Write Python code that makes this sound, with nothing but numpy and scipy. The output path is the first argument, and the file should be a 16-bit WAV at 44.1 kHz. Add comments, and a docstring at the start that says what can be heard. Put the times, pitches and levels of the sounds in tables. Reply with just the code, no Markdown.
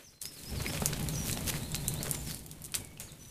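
"""A pile of wet branches flares up in a garden: a rumbling, fluttering flame over sizzling bark.
Flame and bark are shaped noise, faint at first, with a deep whoomph at 0.5 s as the fireball rises.
A songbird whistles gliding notes from the trees behind; steps crunch as swells of grainy noise.
From 0.2 s twigs snap as ringing pulses and fuel splashes down as spatter, flare and puff.
From 0.66 s steam pockets pop as short ringing bursts."""
import sys
import numpy as np
from scipy import signal
from scipy.fft import rfft, irfft
from scipy.io import wavfile
from scipy.ndimage import uniform_filter1d

SR = 44100
rng = np.random.default_rng(int(sys.argv[2]) if len(sys.argv) > 2 else 0)


def unload_wav(signal):
    """Save mono or channel-first audio to the path in sys.argv[1] as 16-bit WAV at rate SR, clipped to [-1, 1]."""
    wavfile.write(
        sys.argv[1],
        SR,
        np.round(np.clip(np.atleast_2d(signal).T, -1, 1) * 32767).astype(np.int16),
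    )


N = 145530
T = np.arange(N) / SR


def amp(db):
    """Decibels to gain."""
    return 10 ** (np.asarray(db) / 20)


def evened(x):
    """Scales to rms 1."""
    return x / np.sqrt(np.mean(x ** 2) + 1e-20)


def level(points):
    """Gain over time from (t/s, level/dB) points."""
    return amp(np.interp(T, *np.transpose(points)))


def add(mix, s, sound):
    """Mixes a sound in at time s, cut at the end of the mix."""
    part = mix[max(round(s * SR), 0):][:len(sound)]
    part += sound[:len(part)]


def colour(x, points):
    """Filters x by a curve of (f/Hz, level/dB) points, scaled to rms 1."""
    hz, db = np.transpose(points)
    bins_hz = np.fft.rfftfreq(N, 1 / SR)
    gain = amp(np.interp(np.log(bins_hz + 1), np.log(hz), db))
    return evened(irfft(rfft(x) * gain, N))


def noise(points):
    """Coloured noise, rms 1."""
    return colour(rng.standard_normal(N), points)


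def wander(hz):
    """Smooth random signal with a Gaussian roll-off at hz, rms 1."""
    lowpass = np.exp(-(np.fft.rfftfreq(N, 1 / SR) / hz) ** 2)
    return evened(irfft(rfft(rng.standard_normal(N)) * lowpass, N))


def steadied(x, span_s):
    """Divides out the running rms, removing slow swells."""
    return x / np.sqrt(abs(uniform_filter1d(x ** 2, int(span_s * SR))) + 1e-9)


def band(x, hz, q):
    """Second-order band-pass resonance."""
    w = 2 * np.pi * min(hz, SR / 2 - 1) / SR
    a = np.sin(w) / (2 * q)
    return signal.lfilter([a, 0, -a], [1 + a, -2 * np.cos(w), 1 - a], x)


def echoes(x, t60_s, rise_s=0.0019):
    """Diffuse scatter from branches and trees: a decaying noise tail of unit energy."""
    t = T[:SR // 2]
    tail = rng.standard_normal(len(t)) * amp(-60 * t / t60_s) * np.minimum(t / rise_s, 1)
    return signal.fftconvolve(x, tail / np.linalg.norm(tail))[:N]


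# flame size, heard as rumble: t/s, level/dB
FLAME_LEVEL = [(0, -73), (.08, -59.5), (.19, -69), (.27, -59), (.33, -59.5), (.44, -52), (.53, -39.5),
               (.76, -40.5), (1.03, -35.5), (1.42, -38.5), (1.62, -38), (1.67, -42.5), (1.76, -38.5),
               (1.96, -37.5), (2.08, -40), (2.3, -42), (2.43, -49.5), (3.12, -53), (3.3, -54)]
# rumble spectrum: f/Hz, relative level/dB
RUMBLE_SPECTRUM = [(12, -5), (27, -6.5), (41, -13), (60, 0.5), (78, -4), (100, -3.5), (113, -5.5), (133, 0),
                   (158, -1), (175, -15), (200, -5), (280, -11), (350, -15), (500, -22), (900, -23.5),
                   (3000, -76)]
# mid-range roar: t/s, level/dB
ROAR_LEVEL = [(0, -50), (.06, -73), (.12, -65.5), (.2, -71.5), (.24, -61), (.45, -58), (.6, -44),
              (.92, -44.5), (1.1, -48), (1.35, -49), (1.56, -45.5), (1.68, -54.5), (1.9, -51), (2.12, -48),
              (2.24, -58.5), (2.44, -62.5), (2.72, -59), (2.82, -59), (2.96, -66.5), (3.08, -59),
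              (3.3, -65)]
# roar spectrum: f/Hz, relative level/dB
ROAR_SPECTRUM = [(100, -50), (250, -3.5), (400, 2), (490, -2.5), (570, 1), (700, -10), (1100, -7.5),
                 (1600, -9.5), (2200, -8), (3200, -9.5), (5000, -14), (10000, -24)]
THROB_HZ, THROB_PASS_WIDTH_HZ, THROB_DB = 153.9, 20.4, -6  # main resonance, two passes
WHOOMPH_S, WHOOMPH_HZ, WHOOMPH_Q, WHOOMPH_DB = 0.505, 65.5, 1.7, -41
WHOOMPH_ATTACK_S, WHOOMPH_DECAY_S = 0.0083, 0.35
FLUTTER_RMS_DB, FLUTTER_HZ = 3, 75.6


def flame():
    """A throbbing rumble under a fluttering roar; the rising fireball adds a deep whoomph."""
    q = THROB_HZ / THROB_PASS_WIDTH_HZ
    throb = evened(band(band(rng.standard_normal(N), THROB_HZ, q), THROB_HZ, q))
    rumble = steadied(noise(RUMBLE_SPECTRUM) + amp(THROB_DB) * throb, 0.15)

    flutter = amp(FLUTTER_RMS_DB * wander(FLUTTER_HZ))
    roar = steadied(evened(noise(ROAR_SPECTRUM) * flutter), 0.071)

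    deep = band(rng.standard_normal(N), WHOOMPH_HZ, WHOOMPH_Q)
    deep = steadied(band(deep, WHOOMPH_HZ, WHOOMPH_Q), 0.07)
    age_s = np.maximum(T - WHOOMPH_S, 0)
    envelope = np.minimum(age_s / WHOOMPH_ATTACK_S, 1) * np.exp(-age_s / WHOOMPH_DECAY_S)
    whoomph = amp(WHOOMPH_DB) * deep * envelope
    return rumble * level(FLAME_LEVEL) + roar * level(ROAR_LEVEL) + whoomph


# sizzling bark: t/s, level/dB
SIZZLE_LEVEL = [(0, -60), (.2, -70), (.24, -55), (.38, -51.5), (.55, -47.5), (.72, -43.5), (.92, -44),
                (1.05, -48), (1.2, -43.5), (1.42, -45.5), (1.56, -43), (1.67, -49), (1.95, -46),
                (2.14, -48), (2.33, -47), (2.44, -56), (2.8, -60), (2.95, -62), (3.07, -61), (3.3, -55)]
# sizzle spectrum: f/Hz, relative level/dB
SIZZLE_SPECTRUM = [(500, -26), (1800, -4), (2900, -3), (4200, -1), (5300, -4), (6600, -1.5), (8200, 2),
                   (10500, 1), (13000, -2), (15000, -6.5)]
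TICKS_PER_S, TICK_DB, HISS_DB = 420, -6, -2.5
HISS_FLICKER_RMS_DB, HISS_FLICKER_HZ = 2.2, 50


def sizzle():
    """Steam hisses from the bark; tiny bursting bubbles tick as random equal impulses."""
    ticks = rng.choice([-1, 1], N) * (rng.random(N) < TICKS_PER_S / SR)
    flicker = amp(HISS_FLICKER_RMS_DB * wander(HISS_FLICKER_HZ))
    hiss = evened(noise(SIZZLE_SPECTRUM) * flicker)
    mixed = amp(HISS_DB) * hiss + amp(TICK_DB) * colour(ticks, SIZZLE_SPECTRUM)
    return mixed * level(SIZZLE_LEVEL)


# bird notes: t/s, length/s, level/dB, start f/Hz, middle f/Hz, end f/Hz
BIRD_NOTES = [(0.015, 0.081, -55.5, 5800, 6140, 4350), (0.131, 0.032, -56, 4100, 4147, 4170),
              (0.236, 0.05, -45.5, 5100, 5060, 5700), (0.347, 0.049, -52, 5400, 4370, 4000),
              (.453, 0.048, -45.5, 5060, 5120, 5670), (0.557, 0.046, -45, 5300, 4500, 3920),
              (0.666, 0.0414, -42, 5110, 5120, 5680), (1.115, .1, -41.5, 6700, 5910, 5860),
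              (1.297, 0.045, -46, 4010, 4070, 3500), (1.515, 0.06, -52, 3650, 4070, 4400),
              (1.6, .068, -49, 3550, 3920, 4360), (1.714, 0.077, -47.5, 3330, 3900, 4440),
              (1.833, 0.065, -45.5, 3450, 3810, 4330), (1.951, .064, -45, 3450, 3950, 4760),
              (2.091, 0.11, -48, 7450, 7220, 7030), (2.256, 0.066, -45, 5700, 5100, 3920),
              (2.757, 0.136, -56.5, 2220, 2270, 2166), (3.004, 0.042, -50, 7500, 6950, 6300),
              (3.067, 0.044, -54, 5100, 4070, 3420), (3.191, .052, -50, 6100, 5950, 5960),
              (3.264, .04, -54.5, 6020, 6000, 5920)]
ATTACK_SHARE, RELEASE_SHARE, SWELL_DB = 0.14, 0.16, 7  # shares of length; rise along note
WAVER_RMS, WAVER_HZ = 0.006, 120  # relative pitch
TRUNKS_T60_S, WOOD_DB, WOOD_T60_S, WOOD_RISE_S = 0.09, -4.5, 0.42, 0.018


def bird():
    """Gliding whistles with slight pitch waver, smeared by nearby trunks and by the wood."""
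    out, waver = np.zeros(N), 1 + WAVER_RMS * wander(WAVER_HZ)
    for s, length_s, db, start_hz, middle_hz, end_hz in BIRD_NOTES:
        u = np.arange(0, 1, 1 / (length_s * SR))  # share of note elapsed
        glide = np.polyfit([0, 0.5, 1], [start_hz, middle_hz, end_hz], 2)
        hz = np.polyval(glide, u) * np.interp(s + u * length_s, T, waver)
        edges = np.clip(np.minimum(u / ATTACK_SHARE, (1 - u) / RELEASE_SHARE), 0, 1)
        shape = edges * amp(SWELL_DB * (u - 0.5))
        add(out, s, amp(db) * shape * np.sin(2 * np.pi * np.cumsum(hz) / SR))
    scattered = 0.72 * out + 0.5 * echoes(out, TRUNKS_T60_S)
    return scattered + amp(WOOD_DB) * echoes(out, WOOD_T60_S, WOOD_RISE_S)


# steps on snow and litter: swell centre t/s, Gaussian half-width/s, level/dB, band centre f/Hz
STEPS = [(0.048, 0.021, -59.5, 2800), (0.748, .025, -44, 3000), (1.294, 0.039, -37, 8060),
         (1.488, 0.021, -31, 5800), (1.553, 0.0076, -42, 1800), (2.063, 0.015, -40, 730),
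         (2.145, 0.016, -44, 2160), (2.302, 0.041, -44, 4120)]
STEP_Q, STEP_GRAIN_RMS_DB, STEP_GRAIN_HZ = 0.28, 4, 270


def steps():
    """Short swells of grainy broadband noise as a boot presses down."""
    out = np.zeros(N)
    for s, width_s, db, hz in STEPS:
        grain = amp(STEP_GRAIN_RMS_DB * wander(STEP_GRAIN_HZ))
        crunch = evened(band(rng.standard_normal(N) * grain, hz, STEP_Q))
        out += amp(db) * crunch * np.exp(-((T - s) / width_s) ** 2)
    return out


# snapping twigs: t/s, level/dB, centre f/Hz
SNAPS = [(0.2142, -31, 11000), (0.2168, -21.5, 8700), (0.226, -23, 9100), (0.2355, -27, 10000),
         (0.2547, -22.5, 3780), (0.2554, -21, 9280), (.2629, -24.5, 10600), (.4351, -26.5, 5900),
         (0.6203, -23.5, 9400), (0.7342, -21.5, 3970), (0.775, -21, 3500), (0.8028, -23.5, 9800),
         (0.859, -7, 10200), (0.859, -31, 9000), (0.9331, -19, 4000), (.9973, -22, 10000),
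         (1.028, -23, 10500), (1.0867, -14.5, 8650), (1.156, -23, 6000), (1.271, -23, 8000),
         (1.3, -33, 5000), (1.3125, -18, 9500), (1.3289, -16, 7160), (1.3735, -17.5, 4040),
         (1.408, -24.5, 10100), (1.483, -26, 7040), (1.556, -40, 9000), (1.6328, -28, 9300),
         (1.718, -24.5, 7400), (1.746, -15, 3700), (1.7532, -18, 10300), (1.761, -19, 4670),
         (1.8815, -10.5, 9500), (1.9394, -18.5, 10200), (2.03, -17, 7600), (2.058, -22, 9300),
         (2.081, -25, 8950), (2.0954, -20, 10100), (2.1121, -11, 11000), (2.148, -22, 8900),
         (2.3462, -22.5, 8900), (2.3919, -29, 8900), (2.4631, -25, 10400), (2.514, -24, 8330),
         (2.6197, -28.5, 11000), (2.6416, -24, 9000), (2.6491, -24, 9200), (2.6565, -25.5, 10000),
         (2.663, -30, 9000), (2.721, -27.5, 9100), (2.742, -14, 3700), (2.7484, -19.5, 4020),
         (2.7523, -11.5, 8400), (2.7563, -18, 5000), (2.8067, -30, 9000), (2.848, -29.5, 8950),
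         (2.8734, -37, 8000), (2.9995, -23, 9500), (3.0115, -32, 9300), (3.1203, -34.5, 9100),
         (3.2838, -40, 9900)]
PULSE_DECAY_S, PULSE_Q = 0.00004, 0.86
SPLINTER_DECAY_S, SPLINTER_DB, SPLINTER_QS = 0.00099, -9, (0.56, 0.59)
TWIG_DECAY_S, TWIG_DB, TWIG_Q = 0.0015, -13.5, 3.1
EXPOSED_DB, BURIED_SLOPE = -9, 0.56  # below this level: extra pulse loss, dB per dB


def snaps():
    """Each twig breaks with a sharp pulse, splinters and rings; faint ones have a softer pulse."""
    out, t = np.zeros(N), T[:800]
    for s, db, hz in SNAPS:
        pulse = band(np.exp(-t / PULSE_DECAY_S) * np.sin(2 * np.pi * hz * t + 1), hz, PULSE_Q)
        pulse *= amp(BURIED_SLOPE * min(db - EXPOSED_DB, 0)) / abs(pulse).max()
        splinters, twig = rng.standard_normal((2, len(t)))
        splinters = band(band(splinters, hz, SPLINTER_QS[0]), hz, SPLINTER_QS[1])
        splinters = evened(splinters) * np.exp(-t / SPLINTER_DECAY_S)
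        twig = evened(band(twig, hz, TWIG_Q)) * np.exp(-t / TWIG_DECAY_S)
        add(out, s, amp(db) * (pulse + amp(SPLINTER_DB) * splinters + amp(TWIG_DB) * twig))
    return out


# fuel splashes on twigs: t/s, spatter level/dB, puff level/dB
SPLASHES = [(0.217, -47.5, -55.5), (2.7417, -37.5, -44.5), (2.999, -42.5, -52)]
# spatter spectrum: f/Hz, relative level/dB
SPLASH_SPECTRUM = [(200, -63), (600, 0), (1200, -3), (2500, 3), (6000, -1), (9000, 8), (12000, 1),
                   (15000, -17)]
SPATTER_DECAY_S, SPATTER_GRAIN_RMS_DB, SPATTER_GRAIN_HZ = 0.039, 1.17, 720
FLARE_DECAY_S, FLARE_DB, PUFF_PEAK_S = 0.14, -18, 0.045  # flare relative to spatter


def splashes():
    """Drops spatter on the twigs with a fading flare; the fuel catches with a soft, later puff."""
    out = np.zeros(N)
    for s, db, puff_db in SPLASHES:
        grain = amp(SPATTER_GRAIN_RMS_DB * wander(SPATTER_GRAIN_HZ))
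        spatter = evened(noise(SPLASH_SPECTRUM) * grain) * np.exp(-T / SPATTER_DECAY_S)
        flare = noise(ROAR_SPECTRUM) + 0.4 * noise(SIZZLE_SPECTRUM)
        flare *= np.exp(-T / FLARE_DECAY_S)
        u = T / PUFF_PEAK_S
        puff = steadied(noise(RUMBLE_SPECTRUM), 0.03) * (u * np.exp(1 - u)) ** 2
        add(out, s, amp(db) * (spatter + amp(FLARE_DB) * flare) + amp(puff_db) * puff)
    return out


# steam pockets popping in wood: t/s, level/dB, f/Hz, decay/s
POPS = [(.664, -21, 2260, .0015), (.735, -27, 640, 0.0018), (.775, -30, 2670, 0.0011),
        (0.8192, -23, 770, 0.0019), (.821, -29, 1200, 0.0019), (0.821, -29.5, 409, 0.0052),
        (.82, -16, 189, 0.0042), (.929, -25.5, 1600, 0.0011), (1.297, -14.5, 2400, 0.00037),
        (1.3722, -24.5, 710, 0.0017), (1.54, -20, 2000, 0.00079), (2.008, -30.5, 656, 0.0037),
        (2.05, -34, 490, 0.0028), (2.078, -29.5, 610, 0.0033), (2.974, -39, 2620, 0.0018),
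        (3.251, -42.5, 3980, 0.0016)]


def pops():
    """Bursts duller than the snaps: a decaying sine with band noise at the same pitch."""
    out, t = np.zeros(N), T[:3000]
    for s, db, hz, decay_s in POPS:
        breath = evened(band(rng.standard_normal(len(t)), hz, 1.3))
        body = np.sin(2 * np.pi * hz * t) + 0.44 * breath
        envelope = np.exp(-t / decay_s) * (1 - np.exp(-t * hz * 2))
        add(out, s, amp(db) * body * envelope)
    return out


PILE_DB, PILE_T60_S, YARD_DB, YARD_T60_S = -18, 0.16, -7.5, 0.12


def scene():
    """Sums all sources; snaps and pops also scatter in the pile and the yard."""
    cracks = snaps() + pops()
    pile = amp(PILE_DB) * echoes(cracks, PILE_T60_S)
    yard = amp(YARD_DB) * echoes(cracks, YARD_T60_S)
    mix = flame() + sizzle() + bird() + steps() + cracks + pile + yard + splashes()
    return mix[None]


EDGE_HZ = 15200


def record(dry):
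    """Linear-phase low-pass at EDGE_HZ."""
    lowpass = signal.firwin(255, EDGE_HZ, window=("kaiser", 8), fs=SR)
    return signal.oaconvolve(dry, lowpass[None], "same")


dry = scene()
out = record(dry)
unload_wav(out)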